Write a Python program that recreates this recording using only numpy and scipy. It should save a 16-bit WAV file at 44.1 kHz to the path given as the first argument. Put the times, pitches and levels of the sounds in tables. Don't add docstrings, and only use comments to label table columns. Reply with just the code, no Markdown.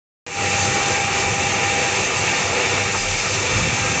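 import sys
import numpy as np
from scipy import signal
from scipy.fft import rfft, irfft, next_fast_len
from scipy.io import wavfile
from scipy.ndimage import uniform_filter1d, map_coordinates

SR = 44100
rng = np.random.default_rng(int(sys.argv[2]) if len(sys.argv) > 2 else 0)


def inscribe(sig):
    pcm = np.round(np.clip(np.atleast_2d(sig).T, -1, 1) * 32767)
    wavfile.write(sys.argv[1], SR, pcm.astype(np.int16))


N = 176400

# time_s, roar_db, rasp_db, low_hiss_db, high_hiss_db
MACHINE_LEVELS = [(.45, -25.5, -24.5, -32, -28.5), (.6, -25.5, -24.5, -30.5, -27),
                  (.95, -24.5, -24.5, -32.5, -28.5), (1.09, -28.5, -25.2, -33.5, -31.5),
                  (1.18, -24, -24, -30, -28), (1.38, -28, -26, -34, -29), (1.5, -25.5, -24, -31.5, -29.3),
                  (1.9, -25.5, -24, -31, -29), (2.1, -25, -24.5, -33.5, -29.5),
                  (2.27, -27.5, -23.5, -31, -28.5), (2.54, -23.5, -25.5, -31, -30.5),
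                  (2.63, -25, -23, -29.5, -30), (2.88, -26.5, -25.2, -31.5, -29.5),
                  (3, -29, -27.5, -33, -28.5), (3.15, -30, -26.5, -32.5, -28.5),
                  (3.5, -25.5, -24.5, -30, -29), (3.75, -27, -25.5, -31.6, -28.5), (4, -27, -26, -32, -30)]
# frequency_hz, gain_db
ROAR_SPECTRUM = [(150, -26.5), (265, -5.5), (420, 0), (650, -7.5), (900, -2.5), (1150, 0.36), (1400, -3),
                 (1640, -11.5), (2000, -56)]
RASP_SPECTRUM = [(1450, -48), (1670, -7.5), (2050, -8), (2350, -4), (2750, .5), (2950, -12.5), (3250, -9),
                 (3450, -27.5), (3800, -53)]
LOW_HISS_SPECTRUM = [(2700, -31.5), (3300, -3), (3600, 0), (4200, -3), (4800, -1.5), (5300, -3), (5700, -2),
                     (5900, -13), (6400, -46)]
# frequency_hz, gain_db
HIGH_HISS_SPECTRUM = [(5400, -48), (5750, -0.5), (6000, 4.5), (6400, -2), (7000, 0), (7400, -3), (7670, 1),
                      (7740, -7.5), (7830, -22.5), (8020, -57.5), (8300, -10), (8650, -19.5), (9100, -37.5)]
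# centre_hz, width_hz, gain_db
HOUSING_MODES = [(429, 18, -4.7), (493, 29, 6.8), (517, 14, 4.5), (633, 23, 5.7), (693, 36, 3.6),
                 (781, 14, 3.6), (865, 23, 4.5), (941, 18, -8.0), (1049, 29, -13.2), (1117, 29, -7.4),
                 (1161, 23, -4.4), (1273, 18, -6.0), (1405, 29, -4.1), (1533, 36, -2.4)]
CUTTER_MODES = [(1739, 14, -4.7), (1811, 58, 4.7), (1871, 23, 4.1), (1975, 23, 4.7), (2151, 23, 4.4),
                (2215, 23, 5.1), (2323, 36, 7.7), (2607, 14, -5.8), (2739, 23, -9.4), (2951, 14, 3.9),
                (3019, 36, 3.6), (3067, 23, -5.2), (3175, 18, -2.7), (3259, 23, -6.1)]
DUCT_MODES = [(3515, 36, 5.2), (3635, 58, 6.2), (3959, 18, -7.3), (4003, 36, 7.7), (4059, 18, -4.9),
              (4119, 36, 5.0), (4383, 23, 3.6), (4507, 45, 4.9), (4635, 36, 3.4), (4751, 58, -3.9),
              (4943, 14, -6.4), (5051, 14, -6.3), (5355, 36, 7.4), (5471, 58, 4.9)]
NOZZLE_MODES = [(5751, 18, -5.0), (5931, 18, -6.1), (6039, 18, -7.9), (6227, 23, 3.6), (6271, 18, -6.8),
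                (6327, 58, 9.4), (6451, 45, 5.8), (6683, 36, 7.0), (6807, 58, 4.5), (6911, 18, -3.9),
                (7199, 58, 6.6), (7259, 18, -5.7), (7323, 36, 8.5), (7607, 14, -9.2)]
ROLLER_FRAME_MODES = [(880, 29, 8), (994, 29, 7.5), (1250, 35, 5.5), (2340, 36, 2)]
# pitch_hz, width_hz, level_db
HUM_LINES = [(97, 1.8, -37.5), (198, 2, -44), (388, 2, -41), (2332, 3, -44), (2407, 3, -42.5),
             (2653, 3, -41.5), (2783, 3, -47)]
# time_s, level_db
WHINE_LEVELS = [(.45, -29.5), (.7, -29.5), (1.65, -28), (2.1, -33.5), (2.6, -34), (3.1, -40), (3.55, -49),
                (3.8, -36.5), (4, -35)]
WHISTLE_LEVELS = [(.5, -46), (.8, -44), (1.2, -47.5), (2.92, -48), (3.01, -33), (3.11, -46), (3.21, -45),
                  (3.27, -34), (3.37, -47), (3.56, -42), (3.7, -50)]
RUMBLE_LEVELS = [(.45, -32), (.7, -29.5), (1.1, -31.5), (1.4, -28), (1.7, -32), (2.3, -31), (2.85, -32),
                 (3.15, -34.5), (3.48, -29.5), (3.6, -23), (3.8, -27.5), (4, -27)]
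# frequency_hz, gain_db
RUMBLE_SPECTRUM = [(15, -48.5), (35, -16.5), (60, -11), (85, 0), (120, 1), (160, -2.5), (230, -6.5),
                   (330, -18), (600, -58.5)]
TICK_SPECTRUM = [(300, -18.5), (800, 1.5), (2600, 2.5), (4000, 0), (7400, -0.5), (7900, -39.5)]
CHATTER_SPECTRUM = [(250, -27), (400, -7.5), (620, -4.5), (880, 1.5), (1300, -1), (1700, -10.5),
                    (2500, -4.5), (3200, -17), (4500, -42)]
BRUSH_SPECTRUM = [(2500, -32.5), (4100, -3), (4900, -0.5), (6000, -1.5), (7500, -12), (7900, -34.5)]
BUMP_SPECTRUM = [(35, -35), (70, -3.5), (110, 6), (190, -7), (330, -6.5), (450, -18.5), (900, -47.5)]
# start_s, length_s, level_db
ROLLER_CHATTERS = [(2.2, .2, -30), (2.52, 0.5, -33.5)]
RAIL_BRUSHES = [(2.927, 0.63, -32.5)]
# start_s, length_s, pitch_hz, level_db
FRAME_SHUDDERS = [(2.93, 0.33, 35.3, -35), (3.504, 0.15, 52, -30)]
# start_s, strength_db
ROLLER_BUMPS = [(3.555, -25.5), (3.65, -30), (3.89, -28.5)]

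TIME_S = np.arange(N) / SR


def amp(db):
    return 10 ** (np.asarray(db) / 20)


def unit_rms(x):
    return x / np.sqrt(np.mean(x ** 2) + 1e-20)


def spectrum_db(points, hz):
    point_hz, gain_db = np.transpose(points)
    return np.interp(np.log(hz + 1), np.log(point_hz + 1), gain_db)


def envelopes(rows):
    times, *columns = np.transpose(rows)
    return [np.interp(TIME_S, times, column) for column in columns]


def wobble(per_s):
    knots = rng.standard_normal(int(N * per_s / SR) + 4)
    return map_coordinates(knots, [TIME_S * per_s])


def filtered(x, response):
    size = next_fast_len(N + SR // 2)
    return irfft(rfft(x, size) * response(np.fft.rfftfreq(size, 1 / SR)), size)[:N]


def rush(spectrum, modes=(), *, patchy_db):
    def response(f):
        resonance_db = sum(db * np.exp(-((f - hz) / width) ** 2) for hz, width, db in modes)
        return amp(spectrum_db(spectrum, f) + resonance_db)

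    cells = signal.stft(rng.standard_normal(N), nperseg=512)[2]
    patches = uniform_filter1d(rng.standard_normal(cells.shape), size=7, axis=0)
    patches = unit_rms(uniform_filter1d(patches, size=9, axis=1))
    noise = signal.istft(cells * amp(patchy_db * patches), nperseg=512)[1][:N]
    return unit_rms(filtered(noise, response))


def blurred_tone(hz, width_hz):
    return unit_rms(filtered(rng.standard_normal(N), lambda f: 1 / (1 + ((f - hz) / width_hz) ** 2)))


def arch(start_s, length_s):
    return np.sin(np.pi * np.clip((TIME_S - start_s) / length_s, 0, 1))


def strokes(rows):
    return sum(amp(db) * np.sqrt(abs(arch(start, length))) for start, length, db in rows)


def machine():
    roar_db, rasp_db, low_db, high_db = envelopes(MACHINE_LEVELS)
    load_db, flow_db = 0.31 * wobble(24.23), 0.49 * wobble(18)
    roar = amp(roar_db - 0.5 + load_db) * rush(ROAR_SPECTRUM, HOUSING_MODES, patchy_db=1.4)
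    rasp = amp(rasp_db + 0.2 + load_db) * rush(RASP_SPECTRUM, CUTTER_MODES, patchy_db=0.47)
    low_hiss = amp(low_db + 0.47 + flow_db) * rush(LOW_HISS_SPECTRUM, DUCT_MODES, patchy_db=0.9)
    high_hiss = amp(high_db + 0.17 + flow_db) * rush(HIGH_HISS_SPECTRUM, NOZZLE_MODES, patchy_db=0.66)
    return roar + rasp + low_hiss + high_hiss


def spindle_whine(pitch_hz=799.6):
    phase = 2 * np.pi * np.cumsum(pitch_hz + 0.34 * wobble(4.05)) / SR
    scatter = 0.46 * blurred_tone(pitch_hz, width_hz=11)
    whine = amp(envelopes(WHINE_LEVELS)[0]) * (np.sqrt(2) * np.sin(phase) + scatter)
    octave = amp(-46.5 + 4.9 * wobble(7)) * np.sqrt(2) * np.sin(2 * phase)
    return whine + octave


def motor_hum():
    return sum(amp(db) * blurred_tone(hz, width) for hz, width, db in HUM_LINES)


def air_whistle():
    return amp(envelopes(WHISTLE_LEVELS)[0]) * blurred_tone(hz=4997, width_hz=16)


def roller_rumble(trim_db=-1.5):
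    level_db = envelopes(RUMBLE_LEVELS)[0] + trim_db + 0.63 * wobble(20)
    return amp(level_db) * rush(RUMBLE_SPECTRUM, patchy_db=0.6)


def roller_ticks(per_s=90, decay_s=0.0037, spread_db=4, level_db=-36):
    impacts = (rng.random(N) < per_s / SR) * amp(spread_db * rng.standard_normal(N))
    decays = signal.lfilter([1], [1, -np.exp(-1 / (decay_s * SR))], impacts)
    bursts = decays * rng.standard_normal(N)
    return amp(level_db) * unit_rms(filtered(bursts, lambda f: amp(spectrum_db(TICK_SPECTRUM, f))))


def board_chatter(depth_db=3.5):
    envelope = strokes(ROLLER_CHATTERS) * amp(depth_db * wobble(45))
    return envelope * rush(CHATTER_SPECTRUM, ROLLER_FRAME_MODES, patchy_db=5.5)


def board_brush():
    return strokes(RAIL_BRUSHES) * rush(BRUSH_SPECTRUM, patchy_db=3)


def board_shudder():
    notes = np.zeros(N)
    for start, length, hz, db in FRAME_SHUDDERS:
        phase = 2 * np.pi * hz * (TIME_S - start) + 0.4 * wobble(24)
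        notes += amp(db) * arch(start, length) * np.sqrt(2) * np.sin(phase)
    return notes


def board_bumps(rise_s=0.0071, fall_s=0.049):
    envelope = np.zeros(N)
    for start, db in ROLLER_BUMPS:
        age_s = np.maximum(TIME_S - start, 0)
        envelope += 2 * amp(db) * (1 - np.exp(-age_s / rise_s)) * np.exp(-age_s / fall_s)
    return envelope * rush(BUMP_SPECTRUM, patchy_db=1.0)


def scene():
    machinery = machine() + spindle_whine() + motor_hum() + air_whistle()
    conveyor = roller_rumble() + roller_ticks()
    board = board_shudder() + board_bumps() + board_brush() + board_chatter()
    return (machinery + conveyor + board)[None]


def record(dry, start_s=0.2643, swell_s=0.18, foot_db=-12.5, top_hz=9076):
    age_s = TIME_S - start_s
    gate = (age_s > 0) * amp(foot_db * np.clip(1 - age_s / swell_s, 0, 1))
    return filtered(dry[0] * gate, lambda f: f < top_hz)[None]


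dry = scene()
out = record(dry)
inscribe(out)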